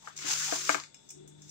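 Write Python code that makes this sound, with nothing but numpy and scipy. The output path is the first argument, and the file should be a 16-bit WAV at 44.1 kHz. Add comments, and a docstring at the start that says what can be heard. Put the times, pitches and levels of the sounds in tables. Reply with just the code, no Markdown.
"""A hand scoops sugar inside a tilted jar in a quiet kitchen, close and a little to the left.
An appliance hums underneath. The scoop taps the glass; from 0.2 s the granules rush, thousands of
tiny collisions that hiss and crunch. The scoop knocks on the wall, hardest near 0.7 s, ringing the
glass and the air inside. The sugar settles by 0.9 s; a few light ticks on the jar's neck follow
as the scoop is drawn out."""
import sys
import numpy as np
from scipy import signal
from scipy.fft import rfft, irfft
from scipy.io import wavfile

SR = 44100
rng = np.random.default_rng(int(sys.argv[2]) if len(sys.argv) > 2 else 0)


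def file_out(sig):
    """Save sig as 16-bit WAV at sys.argv[1]."""
    # one column per channel
    cols = np.atleast_2d(sig).T
    # limit, then scale
    lim = np.clip(cols, -1, 1)
    pcm = np.round(lim * 32767).astype(np.int16)
    wavfile.write(sys.argv[1], SR, pcm)


N = 66150


def amp(db):
    return 10 ** (np.asarray(db) / 20)


def unit_rms(x):
    return x / np.sqrt(np.mean(x ** 2) + 1e-20)


def at_hz(points, hz):
    """Table lookup on a log-frequency axis."""
    f, value = np.transpose(points)
    return np.interp(np.log(hz + 1), np.log(f + 1), value)


def envelope(points):
    """Gain over time from rows of t/s, level/dB."""
    return amp(np.interp(np.arange(N) / SR, *np.transpose(points)))


def add(mix, start_s, sound):
    part = mix[round(start_s * SR):][:len(sound)]
    part += sound[:len(part)]


def colour(x, points, keep_power=True):
    """Minimum-phase filter from rows of f/Hz, level/dB."""
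    size = 2 * N
    gain = amp(at_hz(points, abs(np.fft.fftfreq(size, 1 / SR))))
    gain = unit_rms(gain) if keep_power else gain
    response = np.exp(np.conj(signal.hilbert(np.log(gain))))
    return irfft(rfft(x, size) * response[:N + 1], size)[..., :N]


def narrow_noise(half_width_hz, centre_hz=0):
    """Noise band of rms 1; a slow drift when centred on 0 Hz."""
    f = np.fft.rfftfreq(N, 1 / SR)
    spectrum = rfft(rng.standard_normal(N)) / (1 + ((f - centre_hz) / half_width_hz) ** 2)
    return unit_rms(irfft(spectrum, N))


def mode(t, hz, t60_s):
    """Damped sine."""
    return amp(-60 * t / t60_s) * np.sin(2 * np.pi * hz * t)


def grains(rate_per_s=9000, spread_db=3, shared_power=0.25):
    """Dense tiny collisions of uneven size, partly common to both channels."""
    size = amp(spread_db * np.minimum(rng.exponential(1, (3, N)), 5))
    sign = rng.choice([-1, 1], (3, N))
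    hits = rng.random((3, N)) < rate_per_s / SR
    clicks = unit_rms(size * sign * hits)
    return np.sqrt(shared_power) * clicks[2] + np.sqrt(1 - shared_power) * clicks[:2]


def kitchen(x, wet_db):
    """Direct sound, echoes off near surfaces and a short diffuse stereo tail."""
    # near surfaces: delay/s, gain
    echoes = [(.0036, .1), (.0058, .22), (.016, .07)]
    # room decay: f/Hz, t60/s
    decay = [(200, .22), (420, .22), (650, .125), (950, .24), (1300, .22), (3000, .23), (7000, .31),
             (15000, .1)]
    near = x.copy()
    for delay_s, gain in echoes:
        add(near, delay_s, gain * x)
    hz, t, noise = signal.stft(rng.standard_normal((2, SR // 2)), SR, nperseg=256)
    fade = amp(-60 * t / at_hz(decay, hz)[:, None]) * (t > 0)
    tail = signal.istft(noise * fade, SR, nperseg=256)[1]
    tail /= np.linalg.norm(tail[0])
    return near + amp(wet_db) * signal.fftconvolve(x[None], tail, axes=1)[:, :N]


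def place_left(pair, lead_s=.00084):
    """The nearer, left side is earlier and, below the top treble, louder."""
    # left minus right: f/Hz, level/dB
    balance = [(100, 2.5), (300, 5), (750, 10.5), (1300, 8), (2400, 9.5), (4000, 5.5), (5500, 2),
               (7000, 3.5), (10000, -0.5), (15000, -11)]
    left = colour(pair[0], [(hz, db / 2) for hz, db in balance], keep_power=False)
    right = colour(pair[1], [(hz, -db / 2) for hz, db in balance], keep_power=False)
    return np.array([left, np.pad(right, (round(lead_s * SR), 0))[:N]])


def room_tone(level_db=-68):
    """Steady low noise, half of its power common to both channels."""
    # room tone: f/Hz, level/dB
    spectrum = [(20, -37), (50, 0), (100, -6), (200, 4), (400, -2), (800, -8.5), (2000, -52), (4500, -41),
                (8000, -26), (10000, -33), (16000, -65)]
    noise = (rng.standard_normal((2, N)) + rng.standard_normal(N)) / np.sqrt(2)
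    return amp(level_db) * colour(noise, spectrum)


def whine():
    """Faint bands of steady noise, a separate set on each side."""
    # whine bands: f/Hz, width/Hz, level/dB
    left = [(912, 50, -74.5), (3467, 99, -66.5), (3700, 100, -71.5), (7780, 320, -67)]
    right = [(3900, 120, -77), (6880, 1700, -73.5)]
    return np.array([sum(amp(db) * narrow_noise(width_hz / 2, hz) for hz, width_hz, db in bands)
                     for bands in (left, right)])


def appliance_hum(jitter_db=0.36, jitter_hz=1.0):
    """Steady mains hum, faded down and back up by a level gate."""
    # hum lines: f/Hz, level/dB
    lines = [(100, -32), (149.5, 0), (199, -11.5), (297, -8.5)]
    # gate on the hum: t/s, level/dB
    gate_level = [(0, -75), (.13, -68.5), (.21, -60), (.45, -56), (.62, -62), (.8, -61), (.9, -71.5),
                  (1.1, -74), (1.17, -59.5), (1.34, -58.5), (1.47, -56.5), (1.5, -63)]
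    t, hum = np.arange(N) / SR, np.zeros(N)
    for hz, db in lines:
        gain = amp(db + jitter_db * narrow_noise(5.5))
        cycles = hz * t + np.cumsum(jitter_hz * narrow_noise(18)) / SR + rng.random()
        hum += gain * np.sin(2 * np.pi * cycles)
    return np.sqrt(2) * hum * envelope(gate_level)


def jar_drone():
    """The rubbing hand and the shifting heap stir the jar's low resonances."""
    # hand rub, heap shift: t/s, level/dB
    rub_level = [(0, -102), (.21, -61.5), (.29, -56.5), (.39, -100), (.46, -95), (.57, -60), (.65, -61),
                 (.77, -48), (.88, -105), (1.1, -76), (1.16, -57.5), (1.26, -50.5), (1.33, -66), (1.5, -68)]
    shift_level = [(0, -84), (.18, -70), (.34, -64), (.45, -67), (.7, -91), (.79, -67), (.9, -79),
                   (1.5, -68)]
    # jar's response to each: f/Hz, level/dB
    rub_spectrum = [(30, -24.5), (100, -17.5), (230, -12), (290, -1.5), (325, -9), (366, 11), (420, -8),
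                    (520, -20), (900, -30), (2000, -69)]
    shift_spectrum = [(20, -41), (45, -26.5), (85, 6), (130, 7), (220, -14.5), (500, -40)]
    rub = colour(rng.standard_normal(N), rub_spectrum) * envelope(rub_level)
    shift = colour(grains(), shift_spectrum) * envelope(shift_level)
    return rub + shift


def scoop_strokes():
    """Grains rub on the scoop: one soft band-limited swell per stroke."""
    # strokes through the heap: t/s (middle), half length/s, level/dB, f/Hz, width/Hz
    strokes = [(0.073, .04, -58.5, 900, 310), (0.316, .04, -48.5, 844, 190),
               (0.423, .028, -41.5, 1610, 630), (0.489, .026, -46.5, 830, 218),
               (0.546, .03, -46.5, 950, 300), (0.786, .028, -49.5, 1050, 400)]
    t, out = np.arange(N) / SR, np.zeros(N)
    for middle_s, half_length_s, db, hz, width_hz in strokes:
        band = signal.butter(2, [hz - width_hz / 2, hz + width_hz / 2], "band", fs=SR)
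        gain = amp(db) * np.exp(-((t - middle_s) / half_length_s) ** 2)
        out += gain * unit_rms(signal.lfilter(*band, grains()[0]))
    return out


def neck_ticks(rise_s=.0004, click_db=7):
    """Granules and scoop touch the neck: a click, a snap of ringing glass, a brief bright scrape."""
    # touches: t/s, level/dB, scrape t60/s, then relative low/dB, top/dB, snap/dB
    touches = [(.165, -36.5, 0.023, -21, -18, -15), (0.1763, -35.5, .008, -6, -30, -4),
               (0.189, -40, 0.024, -0.5, -35, -3), (0.7305, -37, 0.0064, 8.5, -41, -4),
               (0.7992, -37.5, 0.0069, 8, -33, -10), (0.837, -42, 0.006, 3, -15, 0.5),
               (0.9439, -46, 0.0044, -7.5, -6, 7), (1.089, -45, 0.057, -40, -31.5, -15),
               (1.1041, -38, 0.03, -42, -2.5, -3), (1.276, -58, 0.053, -27, 7.5, -8),
               (1.419, -46.5, 0.034, -41, -31, -27), (1.494, -41.5, 0.03, -36, -22, -27)]
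    # glass neck modes: f/Hz, level/dB, t60/s
    neck_modes = [(2450, -14, .02), (2870, -13, .018), (5270, 0, .011), (5800, -4, .009), (6480, -1, .01),
                  (6950, 0, .01), (7550, 1, .01), (8200, -4, .007)]
    # scrape's body, lower partials and top sparkle: f/Hz, level/dB
    body_spectrum = [(3500, -37), (4600, -34), (5400, 6), (6200, 3.5), (6900, 7.5), (7600, 2), (8800, -17),
                     (12000, -42.5), (16000, -19)]
    low_spectrum = [(600, -20), (2000, 0), (2500, -2), (3200, -2.5), (4400, 5.5), (5300, -1.5), (6200, -19),
                    (12000, -46)]
    top_spectrum = [(4000, -24), (6500, 9.5), (8300, 12.5), (10000, -11.5), (12000, -8.5), (14000, -18),
                    (15100, 0), (16000, -14.5)]
    t = np.arange(SR // 6) / SR
    body, low, top, snap = np.zeros((4, N))
    ring = sum(amp(db) * mode(t, hz, t60_s) for hz, db, t60_s in neck_modes)
    ring *= 1 - np.exp(-t / rise_s)
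    for start_s, db, t60_s, low_db, top_db, snap_db in touches:
        burst = amp(db - 60 * t / t60_s) * rng.standard_normal((3, len(t)))
        burst[:, 0] += amp(db + snap_db + click_db)
        add(body, start_s, burst[0])
        add(low, start_s, amp(low_db) * burst[1])
        add(top, start_s, amp(top_db) * burst[2])
        add(snap, start_s, amp(db + snap_db) * ring)
    scrape = colour(body, body_spectrum) + colour(low, low_spectrum) + colour(top, top_spectrum)
    return kitchen(snap + scrape, wet_db=-3)


def wall_knocks(t60_at_1khz_s=.032, damping_power=.4, wall_rise_s=.00063, air_rise_s=.0022):
    """Each blow of the scoop cracks, then rings the air inside and the wall modes near its centre."""
    # blows: t/s, level/dB, centre f/Hz, width/octaves, then relative crack/dB, air/dB
    blows = [(0.074, -26.5, 1400, 0.42, -2, -34.5), (.244, -38.5, 510, 0.29, -1, -1),
             (0.5232, -20, 1580, 0.18, -13.5, -9.5), (.5250, -22, 620, .5, -17, -17),
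             (0.6933, -9.5, 1500, 0.86, 10, -20), (0.6942, -20, 480, 0.23, -28.5, -27.5),
             (0.7457, -16.5, 1520, 0.72, 11.5, -15), (0.7509, -24.5, 370, 0.31, -27, -15.5),
             (.769, -40, 1180, 0.3, 0, -28)]
    # wall modes: f/Hz, level/dB
    wall_modes = [(245, -6), (360, -12), (515, 1.5), (665, 7), (890, -0.5), (1030, -3.5), (1222, -5),
                  (1315, 1), (1430, -1), (1595, 1.5), (1722, -0.5), (2210, -2.5), (2400, -10.5),
                  (2930, -5.5)]
    # contact crack: f/Hz, level/dB
    crack_spectrum = [(40, -55.5), (300, -18), (1500, 6), (2500, 5), (3300, -12), (5200, -6.5),
                      (6200, -14.5), (7500, 2), (9000, -26), (16000, -26)]
    t = np.arange(SR // 4) / SR
    ring, crack = np.zeros((2, N))
    air = mode(t, hz=296.5, t60_s=.11) * (1 - np.exp(-t / air_rise_s))
    for start_s, db, centre_hz, octaves, crack_db, air_db in blows:
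        wall = np.zeros(len(t))
        for hz, mode_db in wall_modes:
            drive = amp(mode_db) / (1 + (np.log2(hz / centre_hz) / octaves) ** 2)
            t60_s = t60_at_1khz_s * (1000 / hz) ** damping_power  # damped by sugar and hand
            wall += drive * mode(t, hz, t60_s)
        bass_cut = signal.butter(2, .24 * centre_hz, "high", fs=SR)
        wall = signal.lfilter(*bass_cut, wall * (1 - np.exp(-t / wall_rise_s)) / 2)
        add(ring, start_s, amp(db) * (wall + amp(air_db) * air))
        add(crack, start_s, amp([db + crack_db]))
    return kitchen(ring + colour(crack, crack_spectrum), wet_db=-8.5)


def sugar(hiss_db=1, crunch_db=3, surge_db=1.09, surge_hz=45):
    """Sliding granules hiss and the heap crunches, both in small surges."""
    # surface flow, heap crunch: t/s, level/dB
    hiss_level = [(0, -64), (.086, -54), (.12, -64.5), (.16, -64.5), (.166, -47), (.2, -46), (.242, -43.5),
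                  (.285, -32), (.325, -28.5), (.37, -37), (.42, -33.5), (.475, -35.5), (.54, -34.5),
                  (.64, -39.5), (.70, -33.5), (.77, -43.5), (.83, -57.5), (.9, -79), (1.08, -65.5),
                  (1.135, -67), (1.25, -85), (1.36, -75.5), (1.5, -57)]
    crunch_level = [(0, -73.5), (.07, -61.5), (.16, -68), (.18, -59.5), (.23, -48.5), (.31, -38.5),
                    (.375, -48), (.47, -47.5), (.53, -44.5), (.64, -51.5), (.71, -42.5), (.785, -50.5),
                    (.84, -82), (.9, -75.5)]
    # their spectra: f/Hz, level/dB
    hiss_spectrum = [(200, -46.5), (1500, -31.5), (3000, -15), (4200, -11.5), (4900, -6), (5650, -4.5),
                     (6350, -1.5), (6780, -3), (7350, -2.5), (8100, -13.5), (9100, -15), (9500, -29),
                     (10200, -20), (11200, -26.5), (13500, -33.5), (14800, -24.5), (15500, -18.5),
                     (16200, -66.5)]
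    crunch_spectrum = [(60, -35), (150, -20.5), (400, -6), (650, -12), (850, -15.5), (1050, -3),
                       (1450, 2.5), (2000, -0.5), (3000, -0.5), (5000, -3), (9000, -41.5)]
    surge = amp(surge_db * narrow_noise(surge_hz))
    hiss = colour(grains() * envelope(hiss_level) * surge, hiss_spectrum)
    crunch = colour(grains() * envelope(crunch_level) * surge, crunch_spectrum)
    return amp(hiss_db) * hiss + amp(crunch_db) * crunch


def scene():
    mix = room_tone() + sugar() + scoop_strokes() + wall_knocks() + neck_ticks()
    mix += appliance_hum() + jar_drone()
    return place_left(mix) + whine()


def record(dry):
    """Low-pass at 16.1 kHz."""
    low_pass = signal.firwin(511, 16100, window=("kaiser", 9), fs=SR)
    return signal.oaconvolve(dry, low_pass[None], "same")


dry = scene()
out = record(dry)
file_out(out)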